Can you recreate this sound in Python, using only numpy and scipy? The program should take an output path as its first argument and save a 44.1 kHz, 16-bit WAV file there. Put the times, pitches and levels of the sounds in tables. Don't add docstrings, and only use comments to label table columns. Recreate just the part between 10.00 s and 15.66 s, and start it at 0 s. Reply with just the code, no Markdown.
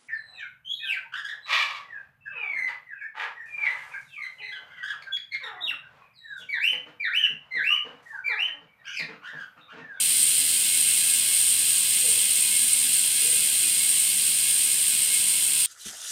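import sys
import numpy as np
from scipy import signal
from scipy.fft import rfft, irfft
from scipy.io import wavfile
from scipy.ndimage import uniform_filter1d

SR = 44100
rng = np.random.default_rng(int(sys.argv[2]) if len(sys.argv) > 2 else 0)


def transcribe(u):
    v = np.clip(np.atleast_2d(u).T, -1, 1)
    q = np.round(v * 32767).astype(np.int16)
    wavfile.write(sys.argv[1], SR, q)


N = 249606
TIME = np.arange(N) / SR

# (time [s], tooth rate [teeth/s])
WHEEL_SPEED = [(0, 81.87), (2.83, 76.46), (5.66, 70.99)]
TEETH = 48
# (moment of the drop [part of a tooth], relative level [dB], sway per turn [teeth], sway angle [rad])
PAWL_SET = [(.62, 3, .045, 3.9), (.73, 1.5, .035, 2.6), (.85, 1, .04, 5.0)]

# (frequency [Hz], width [Hz], relative level [dB])
FRAME_MODES = [(833, 71, -8), (928, 41, -9.5), (1000.5, 7.7, 3.5), (1104.4, 24, -0.5), (1238, 25, -4.5),
               (1364, 52, -2.5), (1429, 27, 0.5), (1531, 30, 3), (1591, 14, 8), (1672, 38, 6),
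               (1818, 31, 5), (1934, 46, 3), (2030, 26, 9.5), (2103, 28, 4.5), (2270, 64, 7),
               (2485, 27.7, 16.5), (2640, 25, 15), (2785, 38, 8.5), (3155, 27, 14)]
# (frequency [Hz], width [Hz], relative level [dB])
SPROCKET_TONE = [(2177, 13.4, 0)]
# (frequency [Hz], width [Hz], relative level [dB])
HUB_MODES = [(2720, 327, -14), (3263, 344, -12.5), (3546, 70, -10), (4023, 240, -14), (4450, 105, -9.5),
             (4510, 490, -17), (4900, 215, -12), (5260, 385, -17.5), (5934, 196, -17), (6830, 345, -15.5),
             (9620, 770, -16), (10355, 280, -9), (11370, 370, -14.5), (12930, 900, -18.5),
             (14270, 870, -15), (15020, 1181, -20)]
# (frequency [Hz], width [Hz], relative level [dB])
RATCHET_MODES = [(8718, 224, 0), (7610, 250, -8.5), (8334, 410, -5.5), (9185, 170, -2)]

FRAME_DB, SPROCKET_DB, HUB_DB = -39.5, -45.5, -26
RING_DB, SHIMMER_DB = -25, -25.0

LOSS_DB_PER_SPEED = 0.1039
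BITE_DB = 0.4
SHIMMER_FOLLOWS = 0.12

# (place [part of a turn], level [dB])
RING_ROUND = [(.02, -0.5), (.07, -1.5), (.15, -2), (.36, 1), (.5, 1.5), (.57, -.5), (.77, -1.8),
              (.86, -0.3)]
FLUTTERS_PER_TURN, FLUTTER_DB = 12, 0.87
WAVER_DB, WAVER_HZ = 1.0, 12
# (time [s], extra level [dB])
ZING_TIMES = [(.23, 4), (1.41, 3.5), (2.1, 5), (2.73, 2.5), (2.94, 4)]
ZING_S = 0.017

SPROCKET_SWELL_DB = 2
# (place [part of a turn], level [dB])
SPROCKET_ROUND = [(.02, -2.5), (.15, 1), (.25, 6.5), (.38, -5), (.48, 1), (.62, 2), (.82, -2.5), (.93, 2)]

# (time [s], length [s], throat resonance [Hz], level [dB])
DOG_WOOFS = [(2.03, .11, 478, -44), (3.209, 0.19, 460, -48.5)]
# (time [s], length [s], pitch [Hz], level [dB])
LOW_HOOTS = [(.39, .14, 277, -54.5), (0.74, .11, 300, -54), (2.613, 0.12, 254, -51),
             (2.837, 0.06, 259, -52), (3.62, 0.084, 338, -53.5)]
# (frequency [Hz], relative level [dB])
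TOWN_COLOUR = [(15, -46), (35, -22), (65, -7.5), (105, 1), (160, -1.5), (230, -2), (300, -2.5), (380, -8.5),
               (490, -6), (700, -9.5), (1000, -12), (1300, -14.5), (2000, -44)]
TOWN_DB = -52
# (frequency [Hz], level [dB])
TOWN_HUM = [(197, -62)]
CUTOFF_HZ = 15750


def freehub():
    drop_at, drop_sizes = pawl_drops(tooth_error_s=.000018, jitter_s=.00002, uneven_db=0.55)
    at, sizes = bouncing(drop_at, drop_sizes, bounce_s=.002, bounce_db=-4, uneven_db=1.2)

    frame = high_pass(struck(FRAME_MODES, drop_at, drop_sizes, vary=0.1, near_db=-12, far_db=-4), hz=694)
    sprocket = high_pass(struck(SPROCKET_TONE, drop_at, drop_sizes, vary=0.3, near_db=-5.5, far_db=2.5), hz=1490)
    body = high_pass(struck(HUB_MODES, at, sizes, vary=0.4, near_db=2.0, far_db=5.5), hz=1900)

    chatter_at, chatter_sizes = flank_chatter()
    at = np.concatenate([at, chatter_at])
    sizes = np.concatenate([sizes, chatter_sizes])
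    song = high_pass(struck(RATCHET_MODES[:1], at, sizes, vary=0.24, near_db=-4.5, far_db=3), hz=5250)
    shimmer = high_pass(struck(RATCHET_MODES[1:], at, sizes, vary=0.4, near_db=-7, far_db=5.0), hz=5040)

    speed = in_time(WHEEL_SPEED)
    turns = np.cumsum(speed) / SR / TEETH
    bite_db = BITE_DB * ripple(len(PAWL_SET) * turns, top_at=0.78)
    force_db = LOSS_DB_PER_SPEED * (speed - speed[0]) + bite_db
    ring_db = ring_swing_db(turns)
    shimmer_db = force_db + SHIMMER_FOLLOWS * ring_db
    return (from_db(FRAME_DB) * rms_one(frame)
            + from_db(SPROCKET_DB + sprocket_swing_db(speed, turns)) * steady(sprocket, 0.074)
            + from_db(HUB_DB + force_db) * steady(body, 0.17)
            + from_db(RING_DB + ring_db) * steady(song, 0.096)
            + from_db(SHIMMER_DB + shimmer_db) * steady(shimmer, 0.03))


def pawl_drops(tooth_error_s, jitter_s, uneven_db):
    passed = np.cumsum(in_time(WHEEL_SPEED)) / SR
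    tooth = np.arange(int(passed[-1]))
    times, sizes = [], []
    for moment, level_db, sway, angle in PAWL_SET:
        place = tooth + moment + sway * np.sin(2 * np.pi * tooth / TEETH + angle)
        tooth_shift, tooth_size = rng.standard_normal((2, TEETH))[:, tooth % TEETH]
        shift_s = tooth_error_s * tooth_shift + jitter_s * rng.standard_normal(len(tooth))
        times.append(np.interp(place, passed, TIME) + shift_s)
        size_db = level_db + uneven_db * (tooth_size + rng.standard_normal(len(tooth)))
        sizes.append(from_db(size_db))
    return np.concatenate(times), np.concatenate(sizes)


def bouncing(at, sizes, bounce_s, bounce_db, uneven_db):
    gaps = bounce_s * rng.uniform(.5, 2, (len(at), 3)) * [0, 1, 1]
    levels_db = bounce_db * np.arange(3) + uneven_db * rng.standard_normal(gaps.shape)
    hits = sizes[:, None] * from_db(levels_db) * rng.choice([-1, 1], gaps.shape)
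    times = at[:, None] + np.cumsum(gaps, axis=1)
    return times.ravel(), hits.ravel()


def flank_chatter():
    at = rng.uniform(0, TIME[-1], 1500)
    return at, from_db(5.0 + 1.3 * rng.standard_normal(len(at)))


def ring_swing_db(turns):
    zings = sum(db * np.exp(-((TIME - top_s) / ZING_S) ** 2) for top_s, db in ZING_TIMES)
    flutter = FLUTTER_DB * ripple(FLUTTERS_PER_TURN * turns, top_at=0.18)
    return each_turn(RING_ROUND, turns) + flutter + WAVER_DB * drift(WAVER_HZ) + zings


def sprocket_swing_db(speed, turns):
    overtone = SPROCKET_TONE[0][0] / speed
    return SPROCKET_SWELL_DB * ripple(overtone, top_at=0.24) + each_turn(SPROCKET_ROUND, turns)


def struck(modes, at, sizes, vary, near_db, far_db):
    echoes = yard(clicks(at, sizes), near_db, far_db)
    out = np.zeros(N)
    for k, (hz, width_hz, level_db) in enumerate(modes):
        strengths = sizes * (1 + vary * rng.standard_normal(len(at)))
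        ringing = resonate(clicks(at, strengths) + echoes, hz, width_hz)
        out += (-1) ** k * from_db(level_db) * ringing
    return out


def clicks(at_s, sizes):
    at = np.round(at_s * SR).astype(int)
    inside = (at >= 0) & (at < N)
    return np.bincount(at[inside], sizes[inside], N)


def high_pass(x, hz):
    return signal.sosfilt(signal.butter(2, hz, "high", fs=SR, output="sos"), x)


def yard(hits, near_db, far_db):
    near = from_db(near_db) * scattered(hits, t60_s=0.13)
    far = from_db(far_db) * scattered(hits, t60_s=0.42)
    return near + far


def scattered(hits, t60_s):
    r = from_db(-120 / (t60_s * SR))
    power = hits ** 2
    energy, _ = signal.lfilter([1 - r], [1, -r], power + 1e-18, zi=[r * np.mean(power)])
    return np.sqrt(energy) * rng.standard_normal(N)


def far_woofs():
    out = np.zeros(N)
    for start_s, length_s, hz, level_db in DOG_WOOFS:
        throat = resonate(resonate(rng.standard_normal(N), hz, 87), hz, 210)
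        out += from_db(level_db) * puff(start_s, length_s) * steady(throat, 0.035)
    return out


def far_hoots():
    out = np.zeros(N)
    for start_s, length_s, hz, level_db in LOW_HOOTS:
        tone = np.sqrt(2) * np.sin(2 * np.pi * hz * TIME)
        out += from_db(level_db) * puff(start_s, length_s) * tone
    return out


def puff(start_s, length_s):
    progress = np.clip((TIME - start_s) / length_s, 0, 1)
    return np.sqrt(progress) * (1 - progress) * 2.86


def from_afar(calls):
    echoes = signal.fftconvolve(calls, reflections(t60_s=1.0, first_s=.03, per_s=370))[:N]
    return 0.92 * calls + .5 * echoes


def reflections(t60_s, first_s, per_s):
    t = TIME[:SR]
    present = (rng.random(SR) < per_s / SR) * (t > first_s)
    echoes = rng.standard_normal(SR) * present * from_db(-60 * t / t60_s)
    return echoes / np.sqrt(np.sum(echoes ** 2) + 1e-20)


def town():
    hz, level_db = np.transpose(TOWN_COLOUR)
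    bins = np.maximum(np.fft.rfftfreq(N, 1 / SR), 1)
    colour = from_db(np.interp(np.log(bins), np.log(hz), level_db))
    rumble = irfft(rfft(rng.standard_normal(N)) * colour, N)
    out = from_db(TOWN_DB) * rms_one(rumble)
    for tone_hz, db in TOWN_HUM:
        out += from_db(db) * rms_one(resonate(rng.standard_normal(N), tone_hz, 3.0))
    return out


def resonate(x, hz, width_hz):
    r = np.exp(-np.pi * width_hz / SR)
    feed = np.array([1, 0, -1]) * (1 - r * r) / 2
    back = [1, -2 * r * np.cos(2 * np.pi * hz / SR), r * r]
    return signal.lfilter(feed, back, x + 1e-18)


def from_db(db):
    return 10 ** (np.asarray(db) / 20)


def rms_one(x):
    return x / np.sqrt(np.mean(x ** 2) + 1e-20)


def steady(x, seconds):
    size = int(seconds * SR)
    power = uniform_filter1d(uniform_filter1d(x ** 2, size), size)
    return x / np.sqrt(power + 1e-20)


def in_time(rows):
    return np.interp(TIME, *np.transpose(rows))


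def each_turn(rows, turns):
    return np.interp(turns, *np.transpose(rows), period=1)


def ripple(cycles, top_at):
    return np.cos(2 * np.pi * (cycles - top_at))


def drift(corner_hz):
    r = np.exp(-2 * np.pi * corner_hz / SR)
    smooth = signal.lfilter([1], [1, -2 * r, r * r], rng.standard_normal(N + SR))
    return rms_one(smooth[SR:])


def scene():
    calls = from_afar(far_woofs() + far_hoots())
    return (freehub() + calls + town())[None]


def record(dry):
    return signal.sosfilt(signal.ellip(12, .1, 90, CUTOFF_HZ, fs=SR, output="sos"), dry)


dry = scene()
out = record(dry)
transcribe(out)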